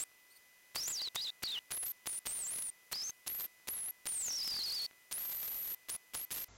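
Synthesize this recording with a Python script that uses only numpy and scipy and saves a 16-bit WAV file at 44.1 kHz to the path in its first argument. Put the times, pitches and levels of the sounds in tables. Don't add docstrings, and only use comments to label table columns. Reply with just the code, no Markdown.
import sys
import numpy as np
from scipy import signal
from scipy.fft import rfft, irfft
from scipy.io import wavfile

SR = 44100
rng = np.random.default_rng(int(sys.argv[2]) if len(sys.argv) > 2 else 0)


def store_wav(level_fs):
    pcm = np.round(np.clip(np.atleast_2d(level_fs), -1, 1) * 32767)
    wavfile.write(sys.argv[1], SR, pcm.T.astype(np.int16))


N = 290029
TIME = np.arange(N) / SR
SEARCH_S = 0.016
TOP_HZ = 16000


def scaler(first_db=-50, full_db=-42, swept_db=-47, build_s=0.0052, whistle_trim_db=-0.08):
    # (on [s], off [s], whistle [dB],
    # sweep's delay to 0 Hz [s], sweep there [dB], first fizz [dB], last fizz [dB], sizzle lift [dB])
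    runs = [(-0.017, 0.039, -40, 0.0163, -35, -43, -49.5, 1.5),
            (0.748, 1.087, -40, 0.013, -35, -48.5, -63.5, 0.5),
            (1.1476, 1.304, -40, 0.013, -34, -60, -68, 4.5), (1.4234, 1.59, -40, 0.014, -35, -57.5, -59, 0),
            (1.706, 1.92, -40.5, 0.016, -35.5, -73, -53.5, 2),
            (2.058, 2.191, -41, 0.016, -34.5, -55, -56, 3),
            (2.255, 2.702, -41, 0.016, -35, -49.5, -56.5, 0.5),
            (2.915, 3.107, -41, 0.016, -34.5, -48, -60, -6),
            (3.264, 3.461, -41.5, 0.017, -33.5, -44, -63, -2),
            (3.673, 3.91, -41, 0.016, -36.5, -51, -58, -4.5),
            (4.056, 4.864, -39, 0.0163, -34.5, -54, -54, 2), (5.112, 5.748, -41.4, 0.017, -34, -51, -52, 1),
            (5.886, 5.965, -41.5, 0.017, -36, -49.5, -52, -1),
            (6.136, 6.251, -43, 0.016, -35.5, -43.5, -58.5, 0.5),
            (6.306, 6.445, -44, 0.018, -35, -45.5, -49.5, 1.5)]
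    # (time [s], pitch [Hz])
    glides = [
        [(0.001, 7500), (0.019, 7570), (0.037, 8860)],
        [(0.767, 4715), (0.859, 5934), (0.873, 7200), (0.919, 7460), (0.981, 4615), (1.009, 4070),
         (1.017, 4706), (1.085, 3884)],
        [(1.167, 3757), (1.205, 3890), (1.229, 4925), (1.275, 3620), (1.302, 3780)],
        [(1.443, 4635), (1.487, 3751), (1.497, 3948), (1.587, 2827)],
        [(1.725, 10030), (1.763, 11370), (1.819, 10400), (1.881, 12470), (1.917, 11820)],
        [(2.076, 9788), (2.168, 9240), (2.19, 9929)],
        [(2.275, 8776), (2.299, 8261), (2.357, 9680), (2.465, 7170), (2.517, 9834), (2.553, 10610),
         (2.601, 10500), (2.7, 8970)],
        [(2.934, 4150), (2.954, 4893), (3.018, 5149), (3.06, 6425), (3.104, 6339)],
        [(3.283, 10560), (3.305, 11952), (3.313, 11610), (3.459, 12700)],
        [(3.69, 10603), (3.71, 11606), (3.836, 10400), (3.908, 11500)],
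        [(4.075, 9130), (4.105, 9680), (4.291, 6425), (4.309, 5525), (4.359, 5695), (4.427, 4806),
         (4.439, 5263), (4.627, 4238), (4.645, 4960), (4.665, 4352), (4.729, 4360), (4.741, 4925),
         (4.795, 4414), (4.862, 4324)],
        [(5.131, 9220), (5.199, 12020), (5.223, 11340), (5.245, 12560), (5.419, 12000), (5.455, 13220),
         (5.485, 11810), (5.727, 11880), (5.745, 12400)],
        [(5.904, 9100), (5.93, 10480), (5.964, 10600)],
        [(6.154, 9940), (6.236, 12240), (6.25, 12440)],
        [(6.325, 10500), (6.375, 12740), (6.445, 12330)],
    ]
    glide_hz, = curves([point for glide in glides for point in glide])
    surge, pull_hz = bubble_cloud()
    searches, drive, crackle, sizzle = np.zeros((4, N))
    for on, off, db, fold_s, sweep_db, start_db, end_db, lift_db in runs:
        locked = gate(on + SEARCH_S, off)
        drive += undb(db) * locked
        swell = np.interp(TIME - on, [0, build_s, SEARCH_S], undb([first_db, full_db, swept_db]))
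        swell *= gate(on, on + SEARCH_S)
        fizz = locked * undb(np.interp(TIME, [on, off], [start_db, end_db]))
        crackle += swell + fizz
        sizzle += swell + undb(lift_db) * fizz
        if on > 0:
            searches += search(on, fold_s, sweep_db)
    tip = undb(whistle_trim_db) * whistle(glide_hz + pull_hz, surge, drive)
    return searches + tip + water(surge, crackle, sizzle)


def whistle(hz, surge, drive, waver_hz=85, flutter_hz=55, slip_rad=0.26, grit=0.2, sag=0.067):
    phase = turn(hz + waver_hz * wander(45.16) + flutter_hz * wander(571))
    phase += slip_rad * signal.sawtooth(2 * np.pi * 1000 * TIME)
    amplitude = 1 + grit * wander(1400) - sag * surge
    octave = undb(-27 + 6.4 * surge) * np.sin(2 * phase + wander(450)) * (2 * hz < TOP_HZ)
    return np.sqrt(2) * drive * (amplitude * np.sin(phase) + octave)


def search(on, fold_s, sweep_db, sweep_hz_per_s=3e6, droop_db=-3):
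    # (delay from switch-on [s], pitch [Hz], damping [Hz], peak [dB])
    ticks = [(.0003, 2860, 4350, -33.5), (.0043, 3050, 12000, -44.5), (.0093, 5000, 12000, -19)]
    hz = sweep_hz_per_s * (TIME - on - fold_s)
    heard = gate(on, on + SEARCH_S) * (np.abs(hz) < TOP_HZ)
    height = np.minimum(np.abs(hz) / TOP_HZ, 1)
    chirp = np.sin(turn(hz * heard) + 2 * np.pi * rng.random())
    out = np.sqrt(2) * heard * undb(sweep_db + droop_db * height) * chirp
    for delay, tick_hz, damping_hz, db in ticks:
        add_tick(out, on + delay, tick_hz, damping_hz, db)
    return out


def bubble_cloud(throb_hz=43.04, drift=0.198, throb_weight=0.26, churn_hz=148, flick_hz=239.5):
    throb = np.sin(turn(throb_hz * (1 + drift * wander(9.43))))
    flicks = flick_hz * undb(4 * wander(20)) * np.maximum(throb, 0)
    surge = unit(throb_weight * np.sqrt(2) * throb + wander(churn_hz))
    return surge, flicks - flicks.mean()


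def water(surge, crackle, sizzle, split_hz=3470, crackle_trim_db=1.75, sizzle_trim_db=1.5):
    # (time [s], length [s], crackle [dB], sizzle [dB])
    sputters = [(0.881, 0.022, -44, -42), (0.907, 0.03, -45, -44.5), (1.019, 0.0053, -36.5, -47),
                (1.075, 0.0047, -43, -66), (1.576, 0.026, -52.5, -68), (1.742, 0.042, -46, -49),
                (1.774, 0.01, -43, -51), (1.834, 0.016, -42, -47.5), (1.869, 0.016, -49.5, -44.5),
                (2.545, 0.07, -50.5, -51), (2.588, 0.014, -47, -46), (2.626, 0.009, -50, -42.5),
                (3.021, 0.012, -44, -47.5), (3.097, 0.008, -46.5, -52), (3.407, 0.044, -46, -46),
                (3.448, 0.03, -46.5, -48.5), (3.788, 0.013, -48, -50), (3.882, 0.016, -46.5, -62),
                (4.284, 0.0068, -41.5, -61), (4.308, 0.0077, -39, -58), (4.477, 0.0069, -42, -42.5),
                (4.52, 0.0067, -40, -47), (4.543, 0.007, -40, -60), (4.565, 0.006, -40.5, -60),
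                (4.59, 0.0074, -44, -61), (5.178, 0.014, -41.5, -60), (5.519, 0.028, -46, -53),
                (5.715, 0.018, -46, -47), (5.951, 0.009, -40, -46)]
    for s, length, crackle_db, sizzle_db in sputters:
        swell = np.exp(-np.minimum((2 * (TIME - s) / length) ** 2, 20))
        crackle = np.hypot(crackle, undb(crackle_db) * swell)
        sizzle = np.hypot(sizzle, undb(sizzle_db) * swell)
    bubbles = cavitation(surge)
    low = signal.sosfiltfilt(signal.butter(2, split_hz, fs=SR, output="sos"), bubbles)
    return undb(crackle_trim_db) * crackle * low + undb(sizzle_trim_db) * sizzle * (bubbles - low)


def cavitation(surge, surge_db=3.5, grain_db=3.0):
    # (frequency [Hz], relative level [dB])
    spectrum = [(30, 4.5), (300, 0.5), (1500, 1), (4000, 2), (8000, 1), (12000, 4.5), (15500, 1)]
    collapses = rng.standard_normal(N) * undb(grain_db * rng.exponential(size=N).clip(0, 5))
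    return unit(colour(collapses, spectrum) * undb(surge_db * surge))


def taps(damping_hz=3500, trim_db=-1):
    # (time [s], peak before the trim [dB], pitch [Hz])
    hits = [(0.116, -52, 2000), (0.546, -60, 2000), (0.6993, -61, 2000), (0.7154, -54, 2010),
            (1.3313, -61, 2000), (3.5996, -52, 2000), (4.9115, -42.5, 2038), (4.932, -50, 1997),
            (4.982, -55, 2010)]
    out = np.zeros(N)
    for s, db, hz in hits:
        add_tick(out, s, hz, damping_hz, db + trim_db)
    return out


def squeak(rasp_hz=160):
    # (time [s], pitch [Hz], level of the fundamental [dB])
    course = [(.29, 3900, -85), (0.311, 4200, -66), (.325, 4660, -66), (.345, 4430, -76),
              (0.366, 4470, -62.5), (.376, 4770, -63), (.385, 4800, -96)]
    hz, db = curves(course)
    phase = turn(hz + rasp_hz * wander(480))
    harmonics = np.sin(phase) + undb(1) * np.sin(2 * phase) + np.sin(3 * phase)
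    return undb(db) * harmonics * gate(course[0][0], course[-1][0])


def background(hiss_db=-67.5, air_db=-63, hum_from_s=6.482):
    # (frequency [Hz], relative level [dB])
    hiss_spectrum = [(25, -9), (100, -6), (500, -0.5), (1000, -2), (2200, 0), (4000, -3), (8000, -4.5),
                     (13000, -4.5), (16000, -7)]
    air_spectrum = [(30, -16), (100, -8), (300, -7), (1000, -9.5), (3000, -17), (6500, -14), (7600, -15),
                    (8100, -62)]
    # (frequency [Hz], rms level [dB])
    whine_tones = [(1000, -85), (1999.5, -69), (2500, -79), (3000, -84.5), (5000, -85), (5994, -82.5),
                   (6993, -86), (9990, -85), (10988, -82), (11364, -88), (12986, -83), (13866, -79)]
    hum_tones = [(51, -65), (101, -67), (1384, -75.5), (2083, -74), (6277, -77)]
    hiss = undb(hiss_db) * colour(rng.standard_normal(N), hiss_spectrum) + tones(whine_tones)
    hum = undb(air_db) * colour(rng.standard_normal(N), air_spectrum) + tones(hum_tones)
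    late = gate(hum_from_s, np.inf)
    return (1 - late) * hiss + late * hum


def add_tick(out, s, hz, damping_hz, db):
    t = np.arange(256) / SR
    ring = np.exp(-np.pi * damping_hz * t / 2) * np.sin(2 * np.pi * hz * t)
    start = int(np.clip(s * SR, 0, N - len(t)))
    out[start:start + len(t)] += undb(db) * ring / np.abs(ring).max()


def tones(table):
    return sum(np.sqrt(2) * undb(db) * np.sin(2 * np.pi * (hz * TIME + rng.random())) for hz, db in table)


def colour(x, points):
    hz, db = np.transpose(points)
    bins_hz = np.maximum(np.fft.rfftfreq(N, 1 / SR), 1)
    gain = undb(np.interp(np.log(bins_hz), np.log(hz), db))
    return unit(irfft(rfft(x) * gain, N))


def wander(rate_hz):
    bins_hz = np.fft.rfftfreq(N, 1 / SR)
    return unit(irfft(rfft(rng.standard_normal(N)) / (1 + (bins_hz / rate_hz) ** 2), N))


def curves(table):
    s, *columns = np.transpose(table)
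    return [np.interp(TIME, s, column) for column in columns]


def gate(on, off):
    return np.clip(np.minimum(TIME - on, off - TIME) * 2000 + .5, 0, 1)


def turn(hz):
    return 2 * np.pi * np.cumsum(hz) / SR


def undb(db):
    return 10 ** (np.asarray(db) / 20)


def unit(x):
    return x / np.sqrt(np.mean(x ** 2))


def scene():
    return (scaler() + taps() + squeak() + background())[None]


def record(dry):
    overload_db = -26
    rounded = dry / (1 + (dry / undb(overload_db)) ** 4) ** .25
    return signal.sosfiltfilt(signal.ellip(8, .1, 60, TOP_HZ, fs=SR, output="sos"), rounded)


dry = scene()
out = record(dry)
store_wav(out)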